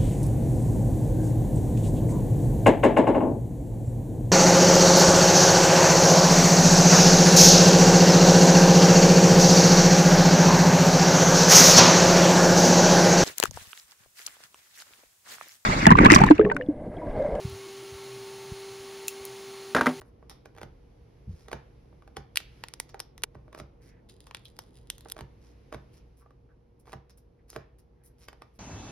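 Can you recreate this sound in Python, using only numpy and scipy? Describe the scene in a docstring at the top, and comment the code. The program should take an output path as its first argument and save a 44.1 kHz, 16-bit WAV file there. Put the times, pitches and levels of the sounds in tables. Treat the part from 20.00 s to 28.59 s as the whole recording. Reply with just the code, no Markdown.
"""Stiff plastic seals are peeled off small paint cups close to a phone, in a quiet room.
The film crackles in grains of parting glue and snaps in short noise bursts with a flap resonance.
Cups pushed into and lifted out of a plastic tray knock in ringing bursts and shake a wooden desk's modes.
Filtered grains make the rubs and brushes; damped sines make soft bumps through the stand.
Shaped noise gives the room's rumble and hiss, and steady sines its low hum."""
import sys
import numpy as np
from scipy import signal
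from scipy.fft import rfft, irfft
from scipy.io import wavfile
from scipy.ndimage import uniform_filter1d

SR = 44100
rng = np.random.default_rng(int(sys.argv[2]) if len(sys.argv) > 2 else 0)


def unload_wav(signal):
    """Save mono or channel-first audio to the path in sys.argv[1] as 16-bit WAV at rate SR, clipped to [-1, 1]."""
    wavfile.write(
        sys.argv[1],
        SR,
        np.round(np.clip(np.atleast_2d(signal).T, -1, 1) * 32767).astype(np.int16),
    )


N = 378819

# Film snaps, and one dry, low cup knock at 3.24 s. Each row: time in seconds, strength in dB (broad
# colour at 2.3 kHz), resonance in Hz (the flap's, for a snap), body in dB, treble slope in dB per octave,
# extra room send in dB.
FILM_SNAPS = [(0.0123, -37.5, 1410, -3, 6, 0), (0.297, -17, 6040, 6, 0.5, 15),
              (2.3586, 1, 1650, -9.5, -1, 6), (2.3702, -11, 2300, -10, -4, -4),
              (2.3724, 14.5, 2700, -16.5, -3.5, -2.5), (2.6383, 2, 895, -1.5, -8.5, -1),
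              (2.685, -13, 2110, -6, -0.5, -2), (2.7381, -11, 4970, 3, 0.5, -5.5),
              (2.8004, -2.5, 2100, 4.5, 2, -2.5), (2.9949, -16, 5320, 2, -1.5, -4),
              (3.0022, -4, 5100, 5.5, 0, -0.5), (3.1794, -16.5, 2020, 4, -2, 3),
              (3.221, -25.5, 1400, 3, -0.5, -0.5), (3.2364, 6.5, 2940, -4, -1, -38),
              (3.24, -0.5, 438, 5, -2, -29), (4.27, -20, 1120, 6, -3.5, 10),
              (4.311, -8.5, 1030, -0.5, -11, 1), (4.3476, -2, 3360, -2.5, -5, 3),
              (4.3697, -15.5, 2370, -5, -4.5, -7), (4.4826, -31, 5020, -13, 0, -4),
              (4.567, -30.5, 4880, 0, -1, -6), (4.5899, -10, 4760, 10.5, -0.5, 2),
              (4.7776, -34, 5270, 8, -4, 9), (4.9014, 0, 3520, -10.5, 0.1, -2),
              (4.982, -26.5, 3150, 5, 3, 7), (5.0083, -28, 3640, 6, 2.5, 9),
              (5.086, -23.5, 1450, -6, 1, 12), (5.0998, -16, 3545, -6, 1.4, -25),
              (5.1163, -21, 5360, -9, 2, -25), (5.1202, -10.5, 3460, 0.5, 4.5, -49),
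              (7.5024, -28, 5210, 9.5, 7, -4)]
# A hollow and an overtone above that resonance. Each row: multiple of it, height in dB.
FLAP_PARTIALS = [(1.5, -3), (2.85, 1)]
# A cup knocks on the tray or its neighbours. Each row: time in seconds, strength in dB (broad colour
# at 1.15 kHz), cup resonance in Hz, hardness of the contact in dB.
CUP_KNOCKS = [(0.0168, -10.5, 1510, -3), (0.227, -16, 433, -18), (0.3124, -14.5, 870, 0),
              (0.4574, -11, 465, 2.5), (0.584, -10, 2300, 0), (0.6153, -5.5, 534, -0.5),
              (0.6318, -4.5, 407, 2), (1.4838, -10, 580, 3.5), (1.516, -4, 730, 2.5), (1.5303, 6, 870, -1),
              (1.9283, -23, 605, -15), (2.023, -19.5, 1180, -4), (2.0774, -16.5, 794, -1),
              (2.1685, -2, 826, 7.5), (2.1712, -4, 800, -6), (2.4031, -12, 2750, 10),
              (2.9443, -3.5, 800, -5), (3.353, -11, 573, -13), (3.4806, -18, 620, -12),
              (3.548, -6.5, 560, 0), (3.5775, -10.5, 590, -6.5), (3.5999, -4.5, 524.5, 2.5),
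              (5.058, -8, 453, -13), (5.166, -8.5, 630, -2), (5.1901, -6.5, 625, 2.5), (5.2088, -7, 930, 5),
              (5.726, -1.5, 610, -3.5), (5.7452, -2, 476, -2), (6.2616, -19, 1128, -18.5),
              (6.307, -22, 1175, -5.5), (6.878, -14.5, 865, -12), (6.9213, -18.5, 905, 11),
              (6.931, -6.5, 890, 3.5), (6.9359, -3.5, 801, -6), (7.5624, 2.5, 455, -2),
              (8.285, -8, 1930, 8.5), (8.33, -15, 673, 1), (8.4205, -9, 1200, 1.5)]
# A cup is wiggled along its slot until it stops and shakes the desk. Each row: first touch in seconds,
# stop in seconds, jostle strength in dB, desk thump in dB before the desk's trim.
SEATINGS = [(0.549, .634, -20.5, -42), (1.467, 1.534, -26, -39), (2.15, 2.175, -27, -41),
            (3.348, 3.35, -25, -45), (3.53, 3.6, -18.5, -41.5), (5.182, 5.211, -15.5, -40.5),
            (5.728, 5.748, -8, -40.5), (6.855, 6.945, -25.5, -42), (7.53, 7.565, -21, -43)]
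# Fingers, film and cup walls slide on each other. Each row: start in seconds, end in seconds,
# level in dB before the rubbing trim, brightness in dB.
RUBS = [(0.046, 0.101, -76.5, -0.5), (1.289, 1.476, -67.5, -10), (2.884, 2.904, -58.5, -16),
        (3.574, 3.599, -53.5, -7.5), (3.81, 3.91, -66.5, -5), (4.09, 4.105, -60.5, -7),
        (4.449, 4.459, -55.5, -1), (5.408, 5.53, -69.5, -11), (5.92, 5.994, -68.5, -4.5),
        (6.167, 6.226, -73, 2), (6.794, 6.813, -79, 15.5), (6.856, 6.933, -71, -5),
        (7.093, 7.113, -61.5, -4), (7.172, 7.189, -68, 8), (7.479, 7.573, -63, -4),
        (7.782, 7.808, -71.5, 5), (8.034, 8.089, -78, 18), (8.18, 8.265, -64.5, -3),
        (8.533, 8.579, -80, 4.5)]
# Modes of the desk under the tray. Each row: frequency in Hz, relative level in dB, t60 in seconds.
DESK_MODES = [(64, 0.5, .25), (101, 0.5, 0.15), (136.7, 1.5, .26), (185, -4.5, 0.2), (231.5, 0, 0.1),
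              (348, -11, 0.23), (431, -5.5, 0.11)]
# Soft bumps reach the microphone through its stand. Each row: time in seconds, level in dB, pitch in Hz.
STAND_BUMPS = [(1.273, -33, 101.8), (1.287, -29, 84.6), (1.331, -37.5, 73.6)]
# A finger pad or cup edge brushes the tray. Each row: start in seconds, end in seconds,
# level in dB, centre of the resonance in Hz.
BRUSHES = [(3.796, 4.027, -73, 1900), (4.091, 4.099, -57.5, 3540), (4.453, 4.457, -47, 3540),
           (5.881, 6.055, -78, 2660), (6.205, 6.238, -69.5, 1150), (6.488, 6.524, -72, 1412),
           (7.38, 7.427, -77.5, 1820), (7.496, 7.517, -58.5, 5760), (7.957, 8.128, -81.5, 1776)]
# Colour of the room rumble. Each row: frequency in Hz, relative density in dB per Hz.
RUMBLE_COLOUR = [(15, -28), (28, -15.5), (40, 0.5), (60, -1), (82, -7), (120, -2.5), (180, -11.5),
                 (300, -13), (480, -14), (620, -22), (850, -23.5), (1300, -34), (3000, -54.5),
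                 (16000, -94.5)]
# Colour of the hiss. Each row: frequency in Hz, relative density in dB per Hz.
HISS_COLOUR = [(200, -20), (800, 1.5), (2200, 5), (3500, -1), (5800, -2), (8000, -18.5), (11000, -6.5),
               (13000, -19.5), (16000, -39.5)]
# The hiss swells now and then; at 2.62 s it is the snap's long room tail.
# Each row: peak in seconds, half width in seconds, level in dB.
HISS_SWELLS = [(.58, 0.48, -79.5), (1.5, 0.68, -74.5), (2.62, 0.15, -66.5), (3.45, 0.26, -83),
               (4.85, 0.5, -79), (5.65, 0.38, -73.5), (8.4, 0.18, -79)]
# Lines of the electric hum. Each row: frequency in Hz, level in dB rms.
HUM_LINES = [(59.8, -62.5), (119.6, -74), (474, -73)]
# Likeness of the two ports in diffuse sound. Each row: frequency in Hz, left-right coherence.
PORT_LIKENESS = [(60, 0.97), (130, 1), (290, .6), (640, -0.1), (1400, 0.052), (3100, 0.51), (6800, -0.11),
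                 (15000, 0.58)]
# Phase of near sound at the ports. Each row: frequency in Hz, lead of the left port in radians.
PORT_PHASE = [(0, 0), (350, 0), (700, 1.18), (1400, -1), (2600, 1), (3900, 1.49), (4900, 1.2), (6500, 2.11),
              (7700, 3.5), (10900, 7), (16000, 10.5)]
# Balance of near sound at the ports. Each row: frequency in Hz, left minus right in dB.
PORT_BALANCE = [(100, -1.5), (200, -3), (330, -4), (550, -8), (1150, 0), (1700, -1), (2600, -1.5),
                (4000, -1.5), (4450, -3), (5200, -0.5), (16000, 0)]
# Decay of the room's reflections. Each row: frequency in Hz, t60 in seconds.
ROOM_T60 = [(150, 0.2), (500, 0.4), (1500, 0.37), (3000, 0.46), (6000, 0.23), (11000, 0.2), (16000, .22)]
# Colour of the room's reflections. Each row: frequency in Hz, relative level in dB.
ROOM_COLOUR = [(100, 6), (1000, 2.5), (2700, -3), (6000, 2.5), (8000, -11), (10500, -2), (13000, -4.5),
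               (14500, -13), (16500, -16.5)]

EDGE_HZ = 16600  # the recorder's upper band limit
TAPS = 4096  # length of a burst in samples
BINS = np.fft.rfftfreq(TAPS, 1 / SR)  # Hz
ALL_BINS = np.fft.rfftfreq(N, 1 / SR)  # Hz
TIME = np.arange(N) / SR  # s
FLAP_PEAK_DB, FILM_EDGE_DB = 8, 1.5  # weight of the flap's resonance; extra bite of the film near 5 kHz
CUP_HZ, CUP_BODY_DB, BODY_DB_PER_OCTAVE = 650, 3, -1.5  # a cup that rings lower also has more body
# hardness lifts the fizz fully, the edge by a share
CUP_EDGE_DB, CUP_FIZZ_DB, EDGE_SHARE, CUP_SEND_DB = -12.5, -22, 0.94, -7
# small contacts on the way along the slot
JOSTLE_GAP_S, JOSTLE_SPREAD_DB, JOSTLE_OCTAVES, JOSTLE_HARD_DB = 0.015, 4, .4, 2
# the slow peel advances in even tugs, the glue quieter between them
FIRST_TUG_S, PEEL_END_S, TUGS_PER_S = 4.105, 5.2, 5.92
TUG_DB, TUG_DB_PER_S, SLACK_DB = -63.5, 1, -12
# rumble and the hiss under its swells are steady, and drop once around QUIET_S: (dB before, dB after)
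QUIET_S, DROP_S, RUMBLE_DB, HISS_DB = 6.08, 0.2, (-55.5, -60), (-81.5, -84)


def gain_of(db):
    """Decibels to amplitude."""
    return 10 ** (np.asarray(db) / 20)


def evened(x):
    """Scales to rms 1."""
    return x / np.sqrt(np.mean(x ** 2) + 1e-20)


def read(points, hz):
    """Joins (Hz, value) points on a log-frequency axis."""
    f, value = np.transpose(points)
    return np.interp(np.log(hz + 1), np.log(f + 1), value)


def add(mix, s, sound):
    """Mixes a sound in at time s."""
    part = mix[..., max(round(s * SR), 0):][..., :sound.shape[-1]]
    part += sound[..., :part.shape[-1]]


def shaped(x, spectrum):
    """Gives a long signal a (Hz, dB) spectrum, at rms 1."""
    gain = gain_of(read(spectrum, ALL_BINS))
    return evened(irfft(rfft(x) * gain, N))


def diffuse(pair, right_db=1.0):
    """Two unrelated signals gain the coherence of two close ports, most alike in the bass."""
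    size = pair.shape[-1]
    left, other = rfft(pair)
    same = np.clip(read(PORT_LIKENESS, np.fft.rfftfreq(size, 1 / SR)), -1, 1)
    right = gain_of(right_db) * (same * left + np.sqrt(1 - same ** 2) * other)
    return irfft(np.array([left, right]), size)


def coloured(burst, colour_db):
    """Causal filter that gives a burst the broad colour asked for and keeps its fine ripple."""
    z = rfft(burst, TAPS)
    k = np.arange(len(z))
    lo = np.maximum(k - k // 4 - 10, 0)
    hi = np.minimum(k + k // 4 + 10, len(z) - 1)
    total = np.cumsum(abs(z) ** 2)
    broad_power = (total[hi] - total[lo]) / (hi - lo)
    log_gain = np.log(gain_of(colour_db)) - np.log(broad_power + 1e-12) / 2
    # minimum phase: the phase follows from the log gain, mirrored to a full circle
    causal = np.conj(signal.hilbert(np.r_[log_gain, log_gain[-2:0:-1]]))[:len(z)]
    return irfft(z * np.exp(causal), TAPS)


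def bump(hz, width):
    """Bell of height 1 around a resonance; the width is a share of its frequency."""
    return 1 / (1 + ((BINS - hz) / (width * hz)) ** 2)


def dying(t60):
    """Dense noise ringing of unit energy that falls 60 dB per t60 seconds."""
    ring = rng.standard_normal(TAPS) * gain_of(-60 * np.arange(TAPS) / SR / t60)
    return ring / np.linalg.norm(ring)


def grainy_rise(size, rise_db):
    """Noise of unit energy that grows by rise_db over a few milliseconds."""
    grit = rng.standard_normal(size) * gain_of(rise_db * np.arange(size) / size)
    return grit / np.linalg.norm(grit)


def grains(per_s, spread_db):
    """Random tiny slips, a few much larger than the rest."""
    size = gain_of(spread_db * np.minimum(rng.exponential(1, N), 4))
    return size * rng.choice([-1., 1.], N) * (rng.random(N) < per_s / SR)


def stroke(start, end):
    """Speed of a slide that gathers and stops, 0-1."""
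    progress = np.clip((TIME - start) / max(end - start, 1e-3), 0, 1)
    return np.sqrt(np.maximum(np.sin(np.pi * progress), 0))


def bounced(x, delay_s, echo_db):
    """The desk top throws a sound straight back, a little duller."""
    echo = gain_of(echo_db) * np.exp(-2j * np.pi * ALL_BINS * delay_s) / (1 + ALL_BINS / 9000)
    return irfft(rfft(x) * (1 + echo), N)


def ports(x):
    """Near sound leads at the left port over most bands, and the phone's body shades each port differently."""
    phase = np.interp(ALL_BINS, *np.transpose(PORT_PHASE))
    half = np.exp(.5j * phase) * gain_of(read(PORT_BALANCE, ALL_BINS) / 2)
    return irfft(rfft(x) * np.array([half, 1 / half]), N)


def room(x, early_db, early_s):
    """Dense reflections, strongest from the desk and wall nearby, each band dying at its own speed."""
    hz, t, z = signal.stft(diffuse(rng.standard_normal((2, SR))), SR, nperseg=256)
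    fade_db = read(ROOM_COLOUR, hz)[:, None] - 60 * t / read(ROOM_T60, hz)[:, None]
    tail = signal.istft(z * gain_of(fade_db), SR, nperseg=256)[1]
    t = np.arange(tail.shape[1]) / SR
    onset = np.clip((t - .003) / 0.0015, 0, 1)
    early = 1 + gain_of(early_db) * np.exp(-t / early_s)
    tail = tail * onset * early
    return signal.fftconvolve(x[None], tail / np.linalg.norm(tail[0]), axes=1)[:, :N]


def patchy(x, patchy_db, bins=12, frames=30):
    """Lets the colour of a steady noise wander in patches a few hundred hertz wide."""
    z = signal.stft(x, nperseg=1024)[2]
    patches = uniform_filter1d(rng.standard_normal(z.shape[1:]), size=bins, axis=0)
    patches = uniform_filter1d(patches, size=frames, axis=1)
    return evened(signal.istft(z * gain_of(patchy_db * evened(patches)), nperseg=1024)[1][:, :N])


def background():
    """Low room rumble and faint hiss from shaped diffuse noise, with an electric hum of steady sines."""
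    step = [QUIET_S - DROP_S / 2, QUIET_S + DROP_S / 2]
    rumble = shaped(diffuse(rng.standard_normal((2, N))), RUMBLE_COLOUR)
    rumble *= gain_of(np.interp(TIME, step, RUMBLE_DB))
    # the swells add to the hiss as power
    swells = sum(gain_of(db) ** 2 * np.exp(-((TIME - s) / width) ** 2) for s, width, db in HISS_SWELLS)
    hiss_level = np.sqrt(gain_of(np.interp(TIME, step, HISS_DB)) ** 2 + swells)
    hiss = shaped(diffuse(rng.standard_normal((2, N))), HISS_COLOUR)
    hiss = patchy(hiss, patchy_db=0.3) * hiss_level
    hum = np.zeros(N)
    for hz, db in HUM_LINES:
        hum += np.sqrt(2) * gain_of(db) * np.sin(2 * np.pi * (hz * TIME + rng.random()))
    return rumble + hiss + hum


def film_snaps(crack_t60=0.0026, flap_t60=.024, flap_db=-14, lead_db=-26, room_db=-18):
    """A faint grainy rise of a few milliseconds leads into the crack, then the loose flap rings briefly."""
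    near, send = np.zeros((2, N))
    lead = round(.004 * SR)
    for s, db, hz, body, slope, wet in FILM_SNAPS:
        edge = FILM_EDGE_DB + slope * np.log2(5300 / 2300)
        fizz = slope * np.log2(10500 / 2300)
        colour = read([(60, body - 32), (420, body - 7), (900, body - 1), (2300, 0.00024),
                       (5300, edge), (10500, fizz), (13000, fizz - 3), (16000, fizz - 14)], BINS)
        colour += db + FLAP_PEAK_DB * (bump(hz, width=0.12) - .55)
        for multiple, part_db in FLAP_PARTIALS:
            colour += part_db * bump(hz * multiple, width=0.057)
        rise = gain_of(lead_db) * grainy_rise(lead, rise_db=14)
        crack = dying(crack_t60) + gain_of(flap_db) * dying(flap_t60)
        snap = coloured(np.r_[rise, crack], colour)
        add(near, s - lead / SR, snap)
        add(send, s - lead / SR, snap * gain_of(wet))
    direct = ports(bounced(near, delay_s=0.0021, echo_db=-10.5))
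    return direct + gain_of(room_db) * room(send, early_db=4, early_s=0.011)


def jostles():
    """Light, uneven contacts of each cup on its way along the slot, as rows like those of CUP_KNOCKS."""
    rows = []
    for start, stop, db, _ in SEATINGS:
        for s in np.arange(start, stop, JOSTLE_GAP_S):
            late, loud, pitch = rng.standard_normal(3)
            touch_s = s + late * JOSTLE_GAP_S / 5
            hz = CUP_HZ * 2 ** (JOSTLE_OCTAVES * pitch)
            rows.append((touch_s, db + JOSTLE_SPREAD_DB * loud, hz, JOSTLE_HARD_DB))
    return rows


def cup_knocks(blow_t60=0.0083, shell_t60=0.032, shell_db=-7, peak_db=6, scrape_db=-13,
               room_db=-6, rattle_db=-12):
    """A cup scrapes for a moment along its slot, then strikes and sets its neighbours rattling."""
    near, send = np.zeros((2, N))
    lead = round(.006 * SR)
    for s, db, hz, hard in CUP_KNOCKS + jostles():
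        body = CUP_BODY_DB + BODY_DB_PER_OCTAVE * np.log2(hz / CUP_HZ)
        edge, fizz = CUP_EDGE_DB + EDGE_SHARE * hard, CUP_FIZZ_DB + hard
        colour = read([(50, body - 16), (200, body - 5), (450, body), (1150, 0.0038), (2000, edge / 2),
                       (3000, edge), (6000, (edge + fizz) / 2 - 1), (8000, fizz - 1),
                       (12000, fizz - 2), (16000, fizz - 14)], BINS)
        colour += db + peak_db * (bump(hz, width=0.075) - .3)
        scrape = gain_of(scrape_db) * grainy_rise(lead, rise_db=15)
        blow = dying(blow_t60) + gain_of(shell_db) * dying(shell_t60)
        knock = coloured(np.r_[scrape, blow], colour)
        add(near, s - lead / SR, knock)
        add(send, s - lead / SR, knock * gain_of(CUP_SEND_DB))
        # loose cups chatter in sparse, quickly fading ticks, heard only by way of the room
        chatter = dying(t60=0.15) * (rng.random(TAPS) < 500 / SR)
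        rattle_colour = read([(200, -25), (900, -5.5), (1500, 2.0), (2300, 0.0), (3300, -11.5),
                              (7000, -18.5), (16000, -39)], BINS)
        rattle = coloured(chatter, db + rattle_db + rattle_colour)
        add(send, s, rattle * gain_of(CUP_SEND_DB))
    direct = ports(bounced(near, delay_s=.0026, echo_db=-14.0))
    return direct + gain_of(room_db) * room(send, early_db=3.5, early_s=.015)


def rubbing(level_db=-2, room_db=-6):
    """Fine stick-slip grains: dull from cup walls, bright from skin on film."""
    dull = shaped(grains(per_s=2000, spread_db=6),
                  [(200, -5), (700, -2), (2000, -2.0), (3500, -4.5), (5500, 1.0), (8000, -8.5), (16000, -20)])
    bright = shaped(grains(per_s=2200, spread_db=4),
                    [(1500, -45.0), (5000, -11.5), (7500, -8.5), (10500, 1.5), (13000, -4.0), (16000, -10.5)])
    out = np.zeros(N)
    for start, end, db, brightness in RUBS:
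        friction = dull + gain_of(brightness) * bright
        out += gain_of(db + level_db) * stroke(start, end) * friction
    return ports(out) + gain_of(room_db) * room(out, early_db=8.5, early_s=0.016)


def desk(rise_s=0.0077, level_db=-1):
    """The desk top swells into its low modes each time a cup is seated."""
    out, t = np.zeros(N), np.arange(SR // 2) / SR
    for _, s, _, db in SEATINGS:
        ring = np.zeros(len(t))
        for hz, mode_db, t60 in DESK_MODES:
            ring += gain_of(mode_db - 60 * t / t60) * np.sin(2 * np.pi * (hz * t + rng.random()))
        add(out, s, gain_of(db + level_db) * ring * (1 - np.exp(-t / rise_s)))
    return ports(out)


def stand_bumps(swell_s=0.0087, overtone_db=-10):
    """Soft, heavily damped pushes of a few low cycles."""
    out, t = np.zeros(N), np.arange(SR // 4) / SR
    for s, db, hz in STAND_BUMPS:
        wobble = np.sin(2 * np.pi * hz * t) + gain_of(overtone_db) * np.sin(2 * np.pi * 2.06 * hz * t)
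        add(out, s, gain_of(db) * wobble * t / swell_s * np.exp(1 - t / swell_s))
    return out


def brushing(width=0.22, room_db=-5):
    """Light friction sounds one broad resonance of the plastic that is touched."""
    grit, out = grains(per_s=1600, spread_db=4.5), np.zeros(N)
    for start, end, db, hz in BRUSHES:
        band = [hz / (1 + width), hz * (1 + width)]
        wall = signal.butter(2, band, "bandpass", fs=SR, output="sos")
        out += gain_of(db) * stroke(start, end) * evened(signal.sosfilt(wall, grit))
    return ports(out) + gain_of(room_db) * room(out, early_db=25, early_s=0.016)


def tugging():
    """Strength of the pull on the seal: it tightens and slackens at an even pace."""
    t = TIME - FIRST_TUG_S
    slack = np.sin(np.pi * TUGS_PER_S * t) ** 2
    return gain_of(TUG_DB + TUG_DB_PER_S * t + SLACK_DB * slack) * (t > -.02) * (TIME < PEEL_END_S)


def peeling(room_db=-10, fine_db=-12):
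    """Threads of glue part in small clumps, each ticking the film."""
    clumps_db = 4 * evened(uniform_filter1d(rng.standard_normal(N), size=900))
    coarse = evened(grains(per_s=130, spread_db=6))
    fine = evened(grains(per_s=4000, spread_db=3))
    slips = (coarse + gain_of(fine_db) * fine) * gain_of(clumps_db)
    ticks = signal.oaconvolve(slips, dying(t60=0.0047))[:N]
    film = shaped(ticks, [(300, -35), (1200, -10.0), (3200, 0.0), (5300, 7.5), (7500, -3.0),
                          (11000, -2.5), (13500, -8.5), (16000, -10)])
    crackle = film * tugging()
    return ports(crackle) + gain_of(room_db) * room(crackle, early_db=5, early_s=.012)


def scene():
    """Hands at work over the desk, close to the phone, in the room."""
    hands = film_snaps() + cup_knocks() + rubbing() + brushing() + peeling()
    return background() + hands + desk() + stand_bumps()


def record(dry):
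    """The recorder's band limit."""
    return signal.oaconvolve(dry, signal.firwin(511, EDGE_HZ, window=("kaiser", 9), fs=SR)[None], "same")


dry = scene()
out = record(dry)
unload_wav(out)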